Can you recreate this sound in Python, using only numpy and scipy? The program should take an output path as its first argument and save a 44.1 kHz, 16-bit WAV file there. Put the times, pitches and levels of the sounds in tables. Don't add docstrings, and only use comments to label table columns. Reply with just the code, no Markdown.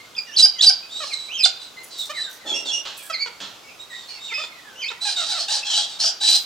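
import sys
import numpy as np
from scipy import signal
from scipy.fft import rfft, irfft, next_fast_len
from scipy.io import wavfile
from scipy.ndimage import uniform_filter1d, minimum_filter1d, map_coordinates

SR = 44100
rng = np.random.default_rng(int(sys.argv[2]) if len(sys.argv) > 2 else 0)


def unload_audio(sound):
    columns = np.transpose(np.atleast_2d(sound))
    steps = np.round(np.clip(columns, -1, 1) * 32767)
    wavfile.write(sys.argv[1], SR, steps.astype(np.int16))


N = 284445


def both_voices(hz, db, rasp, low_hz=770, sag=0.149):
    # frequency in Hz, gain in dB.
    open_throat = [(500, -31.5), (2000, -22.5), (3100, -2.5), (4300, -5.5), (5400, 0), (6700, -4),
                   (8000, -7.5), (11500, -47), (16000, -24)]
    # pitch in Hz, level against the fundamental in dB.
    octave = [(2850, 0.5), (3400, -13.5), (4000, -11.5), (4700, -21)]
    count, rasp = len(hz), np.clip(rasp, 0, 1)
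    low_jitter = .1 * wander(count, 110) + .05 * wander(count, 700)
    low = phase_of(low_hz * (1 + sag * np.linspace(.5, -.5, count) + low_jitter))
    scatter = .015 * wander(count, 110) + .04 * np.sqrt(rasp) * wander(count, 700)
    phase = phase_of(hz * (1 + scatter)) + .85 * rasp * np.sin(low)
    chop = 1 + rasp * np.cos(low)
    overtones = amp(read(octave, hz)) * (np.sin(2 * phase) + np.sin(3 * phase) / 7)
    tone = unit(chop * (np.sin(phase) + overtones))
    slaps = colour(np.exp(2 * np.cos(low)) * rng.standard_normal(count), open_throat)
    noise_share = .45 * rasp ** 1.3
    voice = np.sqrt(1 - noise_share) * tone + np.sqrt(noise_share) * slaps
    buzz = (np.sin(low) + .7 * np.sin(2 * low)) * amp(5 * wander(count, 110))
    voice += amp(-17 - .5 * np.maximum(db + 20, -2)) * rasp * buzz
    throb_db = 2.3 * np.sqrt(rasp) * wander(count, 260)
    return unit(voice * amp(throb_db)) * amp(db) * fade(count, 0.002)


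def screeches(mix, waver=0.0099, flutter_db=1.2, rise_s=0.016, fall_s=0.009):
    # start and length in seconds, first, middle and last pitch in Hz, peak in dB,
    # place of the peak 0-1, first and last rasp 0-1.
    calls = [ (0.89, 0.13, 3560, 3817, 3700, -30, 0.78, 0.3, 0.089),
             (0.99, 0.15, 4270, 4210, 3875, -33.5, 0.27, 0.58, 0.92),
             (1.122, 0.026, 4290, 4170, 4040, -20, 0.73, 0.28, 0.11),
             (1.15, 0.14, 3920, 3960, 3810, -32.5, 0.13, .08, 0.28),
             (1.436, 0.0357, 3990, 4280, 4480, -16, 0.46, .6, 0.77),
             (1.585, 0.098, 3840, 3980, 3840, -38.5, .4, 0.19, 0.33),
             (1.89, 0.12, 4130, 3860, 3800, -37, 0.91, 0.87, .3),
             (1.98, 0.069, 3810, 3694, 3490, -27, 0.24, .05, 0.21),
             (2.13, .16, 3870, 3930, 3675, -29.5, 0.51, 0.23, 0.066),
             (2.452, 0.09, 3430, 3400, 3403, -24, 0.97, 0.36, 0.022),
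             (2.53, 0.096, 2687, 2800, 2803, -25.5, 0.21, 0.22, 0.12),
             (2.645, 0.064, 3830, 3564, 3160, -23.5, 0.92, 0.66, .1),
             (2.703, .11, 2755, 2858, 2816, -25, 0.24, 0.11, 0.22),
             (3.785, 0.059, 3830, 3760, 3870, -39, 0.23, 0.042, .07),
             (3.89, .18, 3840, 3700, 3650, -38.5, 0.14, .03, 0.43),
             (4.07, 0.13, 4240, 4480, 4550, -38.5, 0.15, 0.22, 0.39),
             (4.19, 0.16, 3760, 3698, 3580, -34.5, 0.37, .03, 0.28),
             (4.34, 0.12, 3630, 3526, 3516, -36, 0.96, .5, 0.26),
             (5.003, 0.0435, 3890, 4004, 4100, -23, 0.65, 0.12, 0.36),
             (5.037, 0.11, 4014, 4030, 3970, -21.5, 0.1, 0.25, 0.97),
             (5.15, 0.127, 3743, 3796, 3710, -22.5, 0.16, 0.088, 0.88),
             (5.25, 0.16, 3750, 3840, 3866, -24, 0.36, 0.75, 0.29),
             (5.35, .11, 4220, 4330, 4280, -26.5, 0.35, 0.52, 0.86),
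             (5.47, 0.14, 3693, 3990, 3876, -21, .42, 0.61, 1),
             (5.64, 0.22, 3484, 3174, 3410, -23, 0.34, 0.88, 0.32),
             (5.71, .15, 3880, 3883, 3780, -21, 0.32, 0.47, 0.75),
             (5.86, 0.15, 3740, 3730, 3770, -36.5, 0.38, 1, .2),
             (5.988, 0.13, 3980, 4800, 4760, -17, 0.53, 0.71, 0.63),
             (6.2, .19, 3876, 4000, 3967, -13.5, 0.45, 0.41, 0.64), ]
    for start, length, *pitches, db, peak_at, first_rasp, last_rasp in calls:
        u = progress(length)
        effort = wander(len(u), 60)
        hz = bow(u, *pitches) * (1 + waver * effort)
        level_db = db + swell(u, peak_at, edge_db=11.5, power=1.78) + flutter_db * effort
        rasp = first_rasp + (last_rasp - first_rasp) * u
        ramps = np.minimum(1, length * np.minimum(u / rise_s, (1 - u) / fall_s))
        place(mix, start, both_voices(hz, level_db, rasp) * ramps, wet_db=-2.5)


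def shrieks(mix, rasp_hz=3950, drop_hz=1484, drop_s=0.0084, shrill_hz=5250, catch_s=0.0073):
    # start, rasp length and tone length in seconds, pitch at the tone's dip in Hz, peak in dB.
    calls = [(0.377, .042, .042, 4680, -4), (0.619, .039, .043, 4560, -4)]
    for start, rasp_s, tone_s, dip_hz, db in calls:
        u, v = progress(rasp_s), progress(tone_s)
        falling_hz = rasp_hz + drop_hz * np.exp(-(u * rasp_s / drop_s) ** 2)
        rasp_db = db - 5 + swell(u, peak_at=0.56, edge_db=11.5, power=2)
        rasp = both_voices(falling_hz, rasp_db, rasp=0.41)
        tone_hz = dip_hz + (shrill_hz - dip_hz) * np.cos(np.pi * v) ** 2
        tone_db = db + swell(v, peak_at=0.66, edge_db=11.5, power=2)
        fray = 0.031 + 0.48 * (2 * v - 1) ** 4
        tone = both_voices(tone_hz, tone_db, fray) * np.minimum(1, v * tone_s / catch_s)
        place(mix, start, np.concatenate([rasp, tone]), wet_db=-5.5)


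def high_voice(hz, db, octave_db):
    count = len(hz)
    phase = phase_of(hz * (1 + .012 * (wander(count, 200) + wander(count, 900))))
    upper = sum(amp(under_octave_db) * np.sin(k * phase) * (k * hz < SR / 2)
                for k, under_octave_db in [(3, -22), (4, -33), (5, -44)])
    tone = np.sin(phase) + amp(octave_db) * (np.sin(2 * phase) + upper)
    shimmer_db = 1.3 * wander(count, 250) + wander(count, 1500)
    return np.sqrt(2) * tone * amp(db + shimmer_db) * fade(count, 0.00099)


def chirps(mix, waver=0.0135):
    # start and length in seconds, first, middle and last pitch in Hz, peak in dB,
    # place of the peak 0-1, brightness in dB.
    notes = [ (0.0, 0.052, 2140, 2106, 2160, -42, 0.046, -16),
             (0.149, 0.01, 2750, 3440, 3400, -35, 0.55, -10), (0.164, 0.019, 2340, 2604, 2680, -35, 0.2, 1),
             (0.179, 0.019, 2600, 2438, 2190, -27.5, 0.4, 6), (0.26, .07, 2900, 2850, 2730, -45, 0.27, 2),
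             (0.315, .047, 2710, 2934, 3690, -33.5, 1, 3.5), (0.363, 0.015, 5100, 4520, 3820, -12, 0.7, 1),
             (0.55, 0.078, 2110, 1957, 1490, -43.5, 0.58, -14),
             (0.583, 0.023, 2950, 3210, 3500, -22.5, .6, 0),
             (0.607, 0.0099, 3350, 3620, 4600, -8.5, 0.71, 6.5),
             (0.825, 0.032, 2450, 2525, 2200, -39.5, 0.27, -16),
             (1.1, 0.045, 2750, 2250, 2150, -30.5, 0.66, -6), (1.28, 0.043, 2230, 2510, 2980, -32, 1, -17),
             (1.318, 0.08, 2960, 3114, 2850, -26.5, 0.46, -3),
             (1.375, 0.058, 2874, 2538, 2435, -26.5, 0.62, 4.5),
             (1.43, 0.012, 4030, 4060, 4050, -10.5, 0.78, 13),
             (1.44, .012, 3730, 3590, 4030, -4.5, 0.61, 2), (1.45, 0.0077, 4980, 4720, 4600, -5, 0.64, -4),
             (1.765, 0.08, 2050, 2083, 1945, -38.5, 0.16, -10),
             (2.135, 0.067, 2220, 2056, 1605, -31, 0.77, -12), (2.24, .08, 1750, 1556, 1515, -40, 0.68, -7),
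             (3.118, .057, 2750, 2168, 2010, -29, 0.56, 1.5), (3.18, .08, 2003, 2252, 2190, -29, 0.56, 4),
             (3.619, .15, 2230, 2310, 2790, -48.5, 0.27, -24),
             (3.899, 0.066, 2080, 1908, 2240, -35.5, 0.6, -6),
             (4.28, 0.063, 2950, 2335, 2020, -30, .82, -20),
             (4.335, .12, 2512, 2536, 2446, -28, 0.06, -2.5),
             (4.755, 0.083, 2790, 3017, 3070, -32.5, 1, -4),
             (4.809, .048, 2910, 2355, 2216, -27.5, 0.82, -2.5),
             (4.85, 0.044, 2330, 2555, 2490, -27, .4, -8), (4.88, 0.02, 3150, 3760, 4040, -24.5, .55, 6),
             (5.479, .017, 2540, 2690, 2860, -30, 0.6, -10), (5.625, .02, 2500, 2642, 2350, -27, 0.57, -8),
             ]
    # pitch of the note in Hz, gain in dB.
    octave_lift = [(1600, -12), (2000, 1.5), (2400, 3.5), (2700, -3), (3100, -7.5), (3600, -24)]
    for start, length, *pitches, db, peak_at, bright_db in notes:
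        u = progress(length)
        hz = bow(u, *pitches) * (1 + waver * wander(len(u), 246.6))
        level_db = db + swell(u, peak_at, edge_db=15, power=1.34)
        place(mix, start, high_voice(hz, level_db, bright_db + read(octave_lift, hz)), wet_db=-7.5)


def clucks(mix, waver_per_s=0.56):
    # start and length in seconds, first and last pitch in Hz, level in dB.
    notes = [(0.456, 0.012, 774, 780, -27), (0.697, 0.015, 787, 764, -25.5),
             (1.002, 0.045, 651, 563.5, -31), (1.456, 0.011, 760, 687, -20),
             (2.092, 0.029, 567, 641, -29.5), (3.097, 0.02, 665, 634, -26.5),
             (3.258, 0.027, 515, 447, -32.5), (4.315, 0.019, 408, 490, -35.5),
             (4.378, 0.046, 594.5, 640.6, -33), (4.435, 0.011, 501, 440, -34),
             (4.902, 0.022, 530, 433, -32.5), (5.05, 0.047, 852, 795, -29.5),
             (5.168, 0.084, 750, 604, -33.5), (5.314, 0.082, 760, 615, -34.5)]
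    # frequency in Hz, gain in dB.
    shut_throat = [(450, -5), (900, -2.5), (1300, 3.5), (1900, -7.5), (3100, -2.5), (4000, -9), (5500, -11),
                   (8000, -17.5), (11000, -62)]
    for start, length, first_hz, last_hz, db in notes:
        count = round(length * SR)
        hz = np.linspace(first_hz, last_hz, count) * (1 + waver_per_s * length * wander(count, 349.5))
        phase = phase_of(hz)
        stack = sum(amp(read(shut_throat, k * hz)) * np.cos(k * phase + rng.uniform(0, np.pi))
                    for k in range(1, 20))
        cluck = unit(stack * amp(2.5 * wander(count, 200))) * fade(count, .004)
        place(mix, start, amp(db) * cluck, wet_db=-8.5)


def rustles(grains_per_s=1600, grain_t60=0.01):
    # start and length in seconds, level in dB,
    # upper edge of the rustle's loudest band in Hz (it peaks an octave lower).
    bursts = [(1.825, 0.087, -46.5, 14800), (1.975, 0.17, -43, 8200), (2.291, 0.11, -48, 9200),
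              (2.445, 0.43, -45, 490), (2.966, 0.17, -45, 16300), (3.403, 0.17, -53.5, 434),
              (6.29, 0.2, -42.5, 14700)]
    out = np.zeros(N)
    for start, length, db, hz in bursts:
        count = round(length * SR)
        t = np.arange(count) / SR
        scratches = rng.standard_normal(count) * (rng.random(count) < grains_per_s / SR) * (1 - t / length)
        ring = rng.standard_normal(count) * amp(-60 * t / grain_t60)
        grains = signal.fftconvolve(scratches, ring)[:count]
        grains *= amp(2.5 * wander(count, 60)) * fade(count, .012)
        band = [(hz / 8, -25), (hz / 2, 0), (hz, -2), (hz * 2, -8), (hz * 8, -35)]
        add(out, start, amp(db) * colour(grains, band))
    return out


def mast_clanks(ring_gain=0.5, rattle_gain=1.417, rattle_t60=0.45):
    # start in seconds, level in dB.
    knocks = [(2.853, -35), (3.403, -35.5)]
    # frequency in Hz, level in dB, time to fall 60 dB in seconds.
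    modes = [(3410, 2.5, 0.38), (4200, -4.5, 0.47), (5082, -13, 0.28), (6600, -10, 0.47)]
    rattle_spectrum = [(150, -9.5), (1300, 5), (2200, -2), (3300, 10), (7000, -3), (11000, -29)]
    out, t = np.zeros(N), np.arange(SR // 2) / SR
    for start, db in knocks:
        ring = sum(amp(mode_db - 60 * t / t60) * np.sin(2 * np.pi * (hz * t + rng.random()))
                   for hz, mode_db, t60 in modes)
        rattle = colour(rng.standard_normal(len(t)), rattle_spectrum) * amp(-60 * t / rattle_t60)
        add(out, start, amp(db) * (ring_gain * ring + rattle_gain * rattle))
    return out


def far_flock(count=24, level_db=-53):
    out = np.zeros(N)
    for when, pitch, length in rng.random((count, 3)):
        hz = (1600 + 2400 * pitch) * (1 - .15 * progress(.04 + .08 * length))
        add(out, when * N / SR, high_voice(hz, level_db, octave_db=-8))
    return out


def echoes(x, taps_per_s=2500, early_db=9.5, early_t60=0.22, apart=0.99):
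    # frequency in Hz, time for the tail to fall 60 dB in seconds.
    tail_t60 = [(300, 0.15), (1500, 1), (4500, 0.46), (8000, 0.26), (14000, 0.022)]
    t = np.arange(SR) / SR
    taps = rng.standard_normal((3, SR)) * (rng.random((3, SR)) < taps_per_s / SR) * (t > .004)
    taps *= 1 + amp(early_db - 60 * t / early_t60)
    hz, frame_s, spectra = signal.stft(taps, SR, nperseg=256)
    decay = amp(-60 * frame_s / read(tail_t60, hz)[:, None])
    both, left, right = signal.istft(spectra * decay, SR, nperseg=256)[1]
    tail = both + apart * np.array([left, right])
    return signal.fftconvolve(x[None], tail / np.linalg.norm(tail[0]), axes=1)[:, :N]


def air(level_db=-46.5):
    # frequency in Hz, relative noise density in dB.
    hush = [(15, -52), (25, -14), (157, -5.5), (486, -1.5), (654, -1.5), (1390, -1.5), (1780, -8),
            (3490, -3), (7420, -10), (8270, -15.5), (15800, -20)]
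    hz, _, spectra = signal.stft(rng.standard_normal((3, N)), SR, nperseg=2048)
    patches = uniform_filter1d(rng.standard_normal(spectra.shape[1:]), size=14, axis=0)
    patch_db = unit(uniform_filter1d(patches, size=5, axis=1))
    spectra *= amp(read(hush, hz)[:, None] + patch_db)
    both, left, right = signal.istft(spectra, SR, nperseg=2048)[1][:, :N]
    return amp(level_db) * unit(both + np.array([left, right]))


def place(mix, start, sound, wet_db, wet_slope=0.16):
    peak_db = 10 * np.log10(uniform_filter1d(sound ** 2, size=400).max() + 1e-12)
    wet = amp(wet_db - wet_slope * (peak_db + 30))
    add(mix, start, np.array([[1], [wet]]) / np.hypot(1, wet) * sound)


def progress(length):
    return np.linspace(0, 1, round(length * SR))


def bow(u, first, middle, last):
    return first + (last - first) * u + (middle - (first + last) / 2) * 4 * u * (1 - u)


def swell(u, peak_at, edge_db, power):
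    peak_at = np.clip(peak_at, .02, .98)
    return -edge_db * np.maximum(1 - u / peak_at, (u - peak_at) / (1 - peak_at)) ** power


def phase_of(hz):
    return 2 * np.pi * np.cumsum(hz) / SR


def wander(count, rate_hz):
    positions = np.arange(count) * rate_hz / SR
    return map_coordinates(rng.standard_normal(count), [positions], order=3, mode="wrap")


def fade(count, edge_s):
    return signal.windows.tukey(count, min(1, 2 * edge_s * SR / count))


def colour(x, spectrum):
    size = next_fast_len(2 * len(x))
    gain = amp(read(spectrum, np.fft.rfftfreq(size, 1 / SR)))
    return unit(irfft(rfft(x, size) * gain, size)[:len(x)])


def read(points, hz):
    f, value = np.transpose(points)
    return np.interp(np.log(hz + 1), np.log(f + 1), value)


def amp(db):
    return 10 ** (np.asarray(db) / 20)


def unit(x):
    return x / np.sqrt(np.mean(x ** 2) + 1e-20)


def add(mix, start, sound):
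    part = mix[..., max(round(start * SR), 0):][..., :sound.shape[-1]]
    part += sound[..., :part.shape[-1]]


def scene():
    # frequency in Hz, its lead in radians.
    left_lead = [(1000, 0.5), (6000, 0.81), (8000, 1.66), (10000, 2.45), (14000, 2.2)]
    # time in seconds, left minus right in dB.
    bearing = [(0, -4), (1.0, -2), (1.45, -5.5), (1.6, -1.5), (3.2, -3.5), (4.9, -3), (5.7, -0.4),
               (6.4, -1)]
    mix = np.zeros((2, N))
    for calls in (chirps, screeches, shrieks, clucks):
        calls(mix)
    direct, wet = mix
    noises = rustles() + mast_clanks()
    lag = read(left_lead, np.fft.rfftfreq(N, 1 / SR))
    right = irfft(rfft(direct) * np.exp(-1j * lag), N)
    heard = np.array([direct, right]) + noises + echoes(wet + .5 * noises + far_flock())
    pan_db = np.interp(np.arange(N) / SR, *np.transpose(bearing))
    return heard * amp(np.array([pan_db, -pan_db]) / 2) + air()


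def record(dry):
    allowed_gain = 1 / np.maximum(abs(dry).max(0), 1)
    gain = uniform_filter1d(minimum_filter1d(allowed_gain, size=90), size=90)
    lowpass = signal.firwin(511, cutoff=15900, window=("kaiser", 9), fs=SR)
    return signal.oaconvolve(dry * gain, lowpass[None], "same")


dry = scene()
out = record(dry)
unload_audio(out)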